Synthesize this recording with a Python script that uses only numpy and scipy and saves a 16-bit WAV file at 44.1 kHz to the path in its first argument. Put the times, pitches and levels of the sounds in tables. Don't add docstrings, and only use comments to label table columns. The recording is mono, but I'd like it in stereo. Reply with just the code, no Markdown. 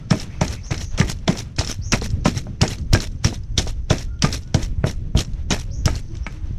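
import sys
import numpy as np
from scipy import signal
from scipy.fft import rfft, irfft, next_fast_len
from scipy.io import wavfile
from scipy.ndimage import uniform_filter1d

SR = 44100
rng = np.random.default_rng(int(sys.argv[2]) if len(sys.argv) > 2 else 0)


def generate_wav(sig):
    pcm = np.round(np.clip(np.atleast_2d(sig).T, -1, 1) * 32767).astype(np.int16)
    wavfile.write(sys.argv[1], SR, pcm)


N = 290202

# start in seconds,
# wait until landing in seconds, thud level in dB, thud pitch in Hz, squelch level in dB,
# pressing level in dB, wait until lifting in seconds, lifting level in dB.
BLOWS = [(0.104, 0.0065, -3.5, 136.5, -22, -26.5, .11, -34.5),
         (0.409, 0.0055, -6, 116, -20, -26.5, 0.12, -38.5),
         (0.707, 0.0035, -11, 100, -23.5, -30, 0.11, -38), (0.979, 0.021, -2.5, 121, -20, -23, .12, -31.5),
         (1.275, 0.014, -5.5, 141, -19, -26, 0.12, -36), (1.585, 0.0045, -11, 77, -18, -21.5, 0.12, -31),
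         (1.924, 0.00054, -20, 75, -10.5, -15.5, 0.12, -33),
         (2.253, .003, -6, 148, -16.5, -18.5, 0.12, -34), (2.61, 0.0082, -2, 102, -17, -26, 0.11, -32.5),
         (2.929, 0.0037, 0.5, 86.5, -16.5, -20.5, 0.1, -33),
         (3.242, 0.0063, -4.5, 81, -19.5, -17.5, 0.099, -42.5),
         (3.575, 0.0039, -10, 70, -19, -17, 0.11, -38), (3.9, 0.0048, -3, 100.4, -15, -21.5, 0.11, -40.5),
         (4.225, 0.01244, -4.5, 135.4, -14.5, -20.5, .12, -30.5),
         (4.543, .003, -4, 100, -26, -33.5, 0.092, -40.5),
         (4.834, 0.0043, -6.5, 116.5, -29.5, -67, 0.05, -32.5),
         (5.147, 0.0029, -4, 76.4, -34.5, -71, 0.045, -29.5), (5.507, .014, -13, 153, -10, -16, .099, -41),
         (5.853, 0.0051, -7, 105.6, -24.5, -30, .12, -40.5),
         (6.261, 0.0043, -26, 157, -38, -49, 0.078, -59)]
# start in seconds, level in dB, the pitch it stirs most in Hz.
KNOCKS = [(0.111, -22.5, 1080), (0.128, -21, 860), (0.415, -16.5, 860), (0.708, -36, 800),
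          (0.742, -35.5, 2160), (0.998, -27, 1200), (1.014, -18.5, 1540), (1.282, -16.5, 610),
          (1.303, -22.5, 480), (1.612, -24.5, 676), (1.923, -31, 1760), (1.942, -26, 690), (2.02, -26, 452),
          (2.257, -12.5, 685), (2.28, -19.5, 302), (2.469, -38, 563), (2.613, -36, 670), (2.633, -17, 530),
          (2.929, -28, 720), (2.949, -16, 1214), (3.246, -27, 1366), (3.266, -53, 537), (3.327, -29.5, 428),
          (3.597, -29.5, 592), (3.67, -28, 445), (3.907, -16, 600), (4.246, -17.5, 1010), (4.546, -16, 463),
          (4.842, -19, 680), (4.868, -24.5, 560), (5.151, -27.5, 500), (5.529, -28, 910),
          (5.879, -21.5, 1100), (6.266, -27.5, 1460)]
# pitch in Hz, level in dB, base time to fade by 60 dB in seconds.
BOWL_TONES = [(232.4, 13.5, 0.045), (303, -16, 0.13), (469, 1.5, 0.026), (629.6, 0, 0.045),
              (746, -0.5, 0.02), (940, 6.5, 0.0097), (1260, 4, 0.019), (1666, 12, 0.012), (2160, 16, 0.013),
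              (2800, 5, 0.01)]
# start in seconds, level in dB, ringing pitch in Hz.
SNAPS = [(0.107, -15, 4950), (0.198, -24, 5470), (0.4108, -18.5, 6070), (0.4797, -24.5, 6300),
         (0.664, -36, 6260), (0.7114, -22, 5940), (0.778, -28, 5700), (0.977, -21, 3240),
         (0.9991, -15.5, 3340), (1.187, -44, 5920), (1.278, -14, 3300), (1.373, -24.5, 5540),
         (1.5632, -32, 4370), (1.59, -11.5, 4900), (1.6464, -21, 5320), (1.6737, -22, 5300),
         (1.714, -23, 6000), (1.9205, -10.5, 5900), (2.013, -26.5, 4230), (2.043, -33, 4940),
         (2.1023, -31.5, 5170), (2.256, -21, 2630), (2.375, -23, 5730), (2.615, -6.5, 5300),
         (2.6389, -23, 5360), (2.6779, -16, 6860), (2.7833, -34, 4540), (2.812, -46, 5230),
         (2.9331, -7.5, 4770), (3.003, -20.5, 4400), (3.1207, -48, 5780), (3.2451, -14, 5650),
         (3.342, -30.5, 6300), (3.4346, -46, 5000), (3.578, -8, 3480), (3.592, -19.5, 2980),
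         (3.674, -25, 5640), (3.903, -17.5, 3430), (3.9823, -25, 5540), (4.191, -47, 3300),
         (4.222, -7, 4860), (4.248, -16, 2730), (4.3263, -16, 4470), (4.4328, -42, 5640),
         (4.475, -46, 5770), (4.5436, -12, 5230), (4.629, -23.5, 6250), (4.8683, -35, 5440),
         (5.173, -18, 3390), (5.19, -13.5, 3120), (5.205, -19, 3300), (5.2474, -34, 5390),
         (5.333, -43.5, 4540), (5.505, -17.5, 6400), (5.521, -14.5, 3330), (5.597, -32, 5740),
         (5.8563, -11, 5060), (5.879, -32, 2890), (5.954, -27, 4370), (5.9784, -37, 2600),
         (6.152, -38, 2300), (6.168, -37.5, 3440), (6.265, -33.5, 2330), (6.457, -60, 6000)]
# frequency in Hz, level in dB.
CRUNCH_COLOUR = [(710, -30), (1200, -7), (2510, -11), (2760, -5.5), (3790, -4.5), (4170, -2.5), (4750, -7),
                 (5410, 1.5), (7330, -7), (8350, -12), (12500, -18), (16000, -39)]
SQUELCH_COLOUR = [(120, -1.5), (200, -2.5), (725, -13), (948, -15.5), (1070, -20.5), (1820, -16.5),
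                  (2600, -15), (3380, -68), (5720, -120)]
# start in seconds, length in seconds, final pitch in Hz,
# level in dB, blur of the pitch in Hz.
CALLS = [(0, 0.065, 1330, -51, 23), (.28, 0.14, 2570, -49, 800), (0.553, 0.069, 2570, -46.5, 630),
         (0.626, .11, 6450, -39, 1100), (0.769, 0.19, 6550, -42.5, 970), (1.81, 0.16, 6550, -37.5, 1120),
         (4.07, .13, 1436, -54, 54), (4.406, 0.11, 1476, -59, 32), (5.63, 0.2, 557, -50.5, 33),
         (5.701, 0.14, 6560, -43, 1300), (6.062, 0.14, 344, -41.5, 29), (6.227, 0.044, 5800, -47, 410),
         (6.299, 0.21, 315, -45, 15)]
# time in seconds, rumble in dB, buffeting in dB,
# how much louder the rumble is on the left in dB.
WIND_LEVELS = [(0.0, -38.5, -33, -5), (0.86, -27.5, -38, -9), (1.19, -27, -32.5, -9.5),
               (1.39, -39.5, -33, 7), (1.72, -27, -43.5, -7.5), (2.12, -23.5, -24, -0.5),
               (2.47, -34, -29.5, -6.0), (3.66, -21.5, -37.5, -3), (3.7, -22, -36.5, 2),
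               (3.9, -26.5, -35, -1.5), (5.09, -29.5, -33, 3), (5.83, -25, -32, 2.5),
               (5.86, -22.5, -32.5, -19), (6.17, -30, -33, 6), (6.21, -35.5, -41.5, -10),
               (6.58, -28.5, -33.5, -11)]
# start in seconds, level in dB, pitch in Hz,
# how much louder on the left in dB.
PUFFS = [(1.048, -18, 50.6, 8), (1.789, -18, 94.5, -9), (2.132, -11, 80, -1), (2.369, -16.5, 115, 0),
         (2.716, -19, 108, -22), (2.9, -12, 31, -5), (3.077, -19, 32.4, -11), (4.628, -15.5, 31.6, 1),
         (4.701, -16.5, 30, 26), (4.78, -13, 60, 26), (5.158, -11, 60, -9), (5.331, -18.5, 37.5, 17),
         (6.206, -17.5, 56.5, -18), (6.428, -18, 59.2, -13.5), (6.508, -19.5, 118, -15)]
# time in seconds, rustle in dB, high hiss in dB.
YARD_LEVELS = [(0, -58, -66.5), (.35, -50.5, -60.5), (.88, -55, -54), (1.43, -60.5, -80),
               (1.83, -57, -65.5), (3.66, -60, -67), (4.99, -60, -73), (5.72, -58.5, -66),
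               (6.08, -53.5, -57.5), (6.58, -56.5, -68.5)]
# frequency in Hz, level in dB.
RUMBLE_COLOUR = [(8.8, -40), (15, -1), (110, -8), (140, -43.5), (240, -120)]
BUFFET_COLOUR = [(47, -6), (80, -6), (126, -5), (376, -28), (500, -34), (650, -40), (1100, -93.5)]
RUSTLE_COLOUR = [(210, -15), (350, -7), (485, -3), (1020, -6), (3410, -12), (3960, -16), (5560, -18.5),
                 (12000, -35.5), (15600, -65), (22000, -120)]
HISS_COLOUR = [(2470, -27.5), (4200, -3.5), (4770, -2), (5580, 2.5), (6270, 8.5), (7200, -52),
               (9360, -54.5), (15800, -120)]
# frequency in Hz, level in dB, how far its
OPENINGS = [(40, -3, 0, .8, .3), (100, -11, 0, .85, .4), (260, -18, .1, .8, .4), (350, -17, 2.1, .75, .4),
            (520, -9, 2.55, .95, .7), (1000, 0, 2.4, .96, .9), (2000, 0, 2.0, .94, .85),
            (3300, -1, .8, .9, .75), (4500, -10, .7, .85, .7), (5600, -16, 1.3, .6, .3),
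            (7000, -7, 2.2, .45, .3), (8200, 0, 2.8, .4, .3), (10500, -4, 3.0, .35, .3),
            (14000, -8, 3.0, .35, .3)]

THUD_FADE_S, GRUMBLE_FADE_S, GRUMBLE_GAIN = 0.031, 0.2, 0.33
BOWL_FADE_SPEED, FOCUS_DB = 0.92, 16
CRACK_FADE_S, TEAR_FADE_S, TEAR_DB = 0.011, 0.032, -5
PRESS_FADE_S, HARD_PRESS_DB, OOZE = 0.15, -14.5, 0.57
LIFT_RISE_S, LIFT_FALL_S = 0.016, 0.019
BURIED_TOP_HZ, BURIED_S = 8000, 0.058
GLIDE_BLURS, GLIDE_SHARE = 2.1, 0.11
OVERLOAD_SHARPNESS, OVERLOAD_GAIN, TOP_HZ = 6, 1.05, 16200


def thuds():
    out, t = np.zeros(N), np.arange(6000) / SR
    ground = signal.lfilter(*signal.butter(2, [70, 280], "bandpass", fs=SR), rng.standard_normal(N))
    ground = unit_level(ground)
    grumble_shape = gain(-60 * t / GRUMBLE_FADE_S) * (1 - np.exp(-(t / 0.014) ** 2))
    for start, landing_s, db, hz, *_ in BLOWS:
        grumble = ground[round(start * SR):][:len(t)] * grumble_shape
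        thud = soft_push(hz, THUD_FADE_S, rise_s=0.0065, sag=0.11)
        add(out, start + landing_s, gain(db) * (thud + GRUMBLE_GAIN * grumble))
    return out


def knocks():
    out, t = np.zeros(N), np.arange(3000) / SR
    hz, tone_db, fade_s = np.transpose(BOWL_TONES)[:, :, None]
    chance = rng.standard_normal((len(KNOCKS), 2, len(BOWL_TONES), 1))
    grit = rng.standard_normal((len(KNOCKS), 900))
    for (start, db, struck_hz), (level_shift, pitch_shift), crumbs in zip(KNOCKS, chance, grit):
        struck_db = -FOCUS_DB * np.log2(hz / struck_hz) ** 2 + 1.8 * level_shift
        tones = np.sin(2 * np.pi * hz * (1 + 0.04 * pitch_shift) * t)
        ring = (gain(tone_db + struck_db - 60 * t * BOWL_FADE_SPEED / fade_s) * tones).sum(0)
        contact = crumbs * gain(-60 * t[:900] / 0.034)
        contact[0] += 16
        knock = signal.lfilter(*signal.butter(2, 5000, fs=SR), signal.fftconvolve(ring, contact))
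        add(out, start, gain(db) * knock / np.sqrt(np.mean(knock[:500] ** 2)))
    return out


def snaps():
    out, t = np.zeros(N), np.arange(3000) / SR
    fibres = coloured(lumpy_noise(1.4, 0.0002), CRUNCH_COLOUR)
    fibres = signal.lfilter(*signal.butter(4, 8000, fs=SR), fibres)
    crack, tear = gain(-60 * t / CRACK_FADE_S), gain(TEAR_DB - 60 * t / TEAR_FADE_S)
    shape = (crack + tear) * (1 - np.exp(-t / 0.0009))
    for start, db, hz in SNAPS:
        burst = fibres[round(start * SR):][:len(t)]
        ring = unit_level(resonate(burst, hz, width_hz=1000))
        add(out, start, gain(db) * shape * (burst + 0.5 * ring))
    return out


def mash():
    buried_level, open_level, wet_level = np.zeros((3, N))
    early_s = 0.03
    t = np.arange(16000) / SR - early_s
    for start, *_, squelch_db, press_db, lift_s, lift_db in BLOWS:
        fade_s = PRESS_FADE_S * gain(OOZE * np.clip(HARD_PRESS_DB - press_db, 0, 20))
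        since_lift = np.maximum(t - lift_s, 0)
        touching = np.exp(-0.5 * (since_lift / LIFT_FALL_S) ** 2)
        lead_in = 0.18 * np.exp(t / 0.0055)
        sink = np.where(t < 0, lead_in, 1 - 0.75 * np.exp(-abs(t) / 0.0032))
        press = gain(press_db - 60 * abs(t) / fade_s) * sink * (0.14 + 0.66 * touching)
        settle = gain(-13 - 60 * since_lift / 0.35)
        lift_rise = np.exp(-0.5 * (np.minimum(t - lift_s, 0) / LIFT_RISE_S) ** 2)
        lift = gain(lift_db) * lift_rise * (touching + settle)
        covered = np.exp(-(np.maximum(t, 0) / BURIED_S) ** 2)
        add(buried_level, start - early_s, press * np.sqrt(covered))
        add(open_level, start - early_s, np.hypot(press * np.sqrt(1 - covered), lift))
        add(wet_level, start - early_s, np.hypot(gain(squelch_db - press_db) * press, gain(-1) * lift))
    clumps = gain(3.96 * unit_level(uniform_filter1d(rng.standard_normal(N), 250)))
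    grains = patchy(lumpy_noise(2.4, 0.0031) * clumps, spread_db=1.7)
    crunch = coloured(grains + 0.4 * crackle(per_second=700, spread_db=2.8), CRUNCH_COLOUR)
    squelch = coloured(patchy(lumpy_noise(0.75, 0.0033) * clumps, spread_db=1.5), SQUELCH_COLOUR)
    dull_crunch = signal.lfilter(*signal.butter(3, BURIED_TOP_HZ, fs=SR), np.roll(crunch, SR))
    return buried_level * dull_crunch + open_level * crunch + wet_level * squelch


def crackle(per_second, spread_db):
    when, pitch, size = rng.random((round(per_second * N / SR), 3, 1)).transpose(1, 0, 2)
    step = np.arange(200)
    cycles = 1800 * 5.5 ** pitch * step / SR
    size_db = spread_db * np.minimum(-np.log(size + 1e-9), 4)
    pops = gain(size_db) * np.sin(2 * np.pi * cycles) * np.exp(-cycles / 6.4) * (1 - np.exp(-cycles))
    places = np.round(when * N).astype(int) + step
    return unit_level(np.bincount(places.ravel(), pops.ravel(), N)[:N])


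def birds():
    out = np.zeros(N)
    for start, length_s, end_hz, db, blur_hz in CALLS:
        progress = np.arange(0, 1, 1 / (length_s * SR))
        hz = end_hz - GLIDE_BLURS * blur_hz * np.exp(-progress / GLIDE_SHARE)
        rasp_hz = hz - 0.5 * blur_hz
        noise = rng.standard_normal((2, len(progress)))
        voice = resonate(noise[0], hz, 0.22 * blur_hz)
        rasp = resonate(resonate(noise[1], rasp_hz, blur_hz), rasp_hz, blur_hz)
        call = unit_level(unit_level(voice) + 1.2 * unit_level(rasp))
        shape = np.minimum(progress / 0.28, 1) * (1 - progress) ** 0.66
        add(out, start, gain(db) * call * shape)
    return out


def wind():
    level, balance = gain_curve(WIND_LEVELS, 1), np.sqrt(gain_curve(WIND_LEVELS, 3))
    left = coloured(lumpy_noise(1.2, 0.095), RUMBLE_COLOUR)
    right = coloured(lumpy_noise(2.2, 0.028), RUMBLE_COLOUR)
    out = level * np.array([(left + 0.22 * right) * balance, right / balance])
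    for start, db, hz, left_db in PUFFS:
        puff = -gain(db) * soft_push(hz, fade_s=7.1 / hz, rise_s=0.19 / hz, sag=0.018)
        for side, share in zip(out, 2 / (1 + gain([-left_db, left_db]))):
            add(side, start, share * puff)
    return out


def yard():
    rustle = gain_curve(YARD_LEVELS, 1) * coloured(lumpy_noise(3.9, 0.046), RUSTLE_COLOUR)
    hiss = gain_curve(YARD_LEVELS, 2) * coloured(lumpy_noise(2.9, 0.006), HISS_COLOUR)
    buffeting = gain_curve(WIND_LEVELS, 2) * coloured(lumpy_noise(2.33, 0.048), BUFFET_COLOUR)
    return rustle + hiss + buffeting


def two_openings(sound, other, likeness_column):
    size = next_fast_len(N + 4096)
    hz = np.fft.rfftfreq(size, 1 / SR)
    shade, lead = gain(look_up(OPENINGS, hz)), look_up(OPENINGS, hz, column=2)
    likeness = np.clip(look_up(OPENINGS, hz, likeness_column), 0, 1)
    right, unlike = rfft(sound, size), rfft(other, size)
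    left = shade * (likeness * np.exp(1j * lead) * right + np.sqrt(1 - likeness ** 2) * unlike)
    average_gain = np.sqrt(1 + shade ** 2 + 2 * shade * likeness * np.cos(lead)) / 2
    return irfft(np.array([left, right]) / average_gain, size)[:, :N]


def scattered(sound):
    size = next_fast_len(N + 4096)
    hz = np.fft.rfftfreq(size, 1 / SR)
    delays_s = np.array([[0.0013], [0.0031], [0.0057]])
    late = np.exp(-2j * np.pi * hz * delays_s)
    return irfft(rfft(sound, size) * np.prod((late - 0.6) / (1 - 0.6 * late), axis=0), size)[:N]


def soft_push(hz, fade_s, rise_s, sag):
    t = np.arange(6000) / SR
    cycles = hz * (t + sag * fade_s * (1 - np.exp(-t / (0.26 * fade_s))))
    wave = -np.sin(2 * np.pi * cycles) * (1 - np.exp(-(t / rise_s) ** 2)) * gain(-60 * t / fade_s)
    return wave / abs(wave).max()


def resonate(sound, hz, width_hz):
    turn = np.exp(2j * np.pi * np.cumsum(hz * np.ones(len(sound))) / SR)
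    hold = np.exp(-np.pi * width_hz / SR)
    return 2 * (turn * signal.lfilter([(1 - hold) ** 2], [1, -2 * hold, hold * hold], sound / turn)).real


def lumpy_noise(spread_db, lump_s):
    size = max(round(lump_s * SR), 1)
    wander = unit_level(uniform_filter1d(uniform_filter1d(rng.standard_normal(N), size), size))
    return rng.standard_normal(N) * gain(spread_db * wander)


def patchy(sound, spread_db):
    grid = signal.stft(sound, nperseg=128)[2]
    patches = uniform_filter1d(rng.standard_normal(grid.shape), size=3, axis=0)
    patches = unit_level(uniform_filter1d(patches, size=7, axis=1))
    return unit_level(signal.istft(grid * gain(spread_db * patches), nperseg=128)[1][:N])


def coloured(sound, colour):
    size = next_fast_len(N)
    gains = gain(look_up(colour, np.fft.rfftfreq(size, 1 / SR)))
    return unit_level(irfft(rfft(sound, size) * gains, size)[:N])


def look_up(table, hz, column=1):
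    rows = np.array(table)
    return np.interp(np.log(hz + 1), np.log(rows[:, 0] + 1), rows[:, column])


def gain_curve(table, column):
    rows = np.array(table)
    return gain(np.interp(np.arange(N) / SR, rows[:, 0], rows[:, column]))


def gain(db):
    return 10 ** (np.asarray(db) / 20)


def unit_level(sound):
    return sound / np.sqrt(np.mean(sound ** 2) + 1e-20)


def add(mix, start_s, sound):
    part = mix[round(start_s * SR):][:len(sound)]
    part += sound[:len(part)]


def scene():
    hits_and_calls = thuds() + knocks() + snaps() + birds()
    near = two_openings(hits_and_calls + mash(), scattered(hits_and_calls) + mash(), likeness_column=3)
    far = two_openings(yard(), yard(), likeness_column=4)
    return near + far + wind()


def record(dry):
    squashed = OVERLOAD_GAIN * dry / (1 + abs(dry) ** OVERLOAD_SHARPNESS) ** (1 / OVERLOAD_SHARPNESS)
    high_cut = signal.firwin(511, TOP_HZ, window=("kaiser", 9), fs=SR)
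    return signal.oaconvolve(np.clip(squashed, -1, 1), high_cut[None], "same")


dry = scene()
out = record(dry)
generate_wav(out)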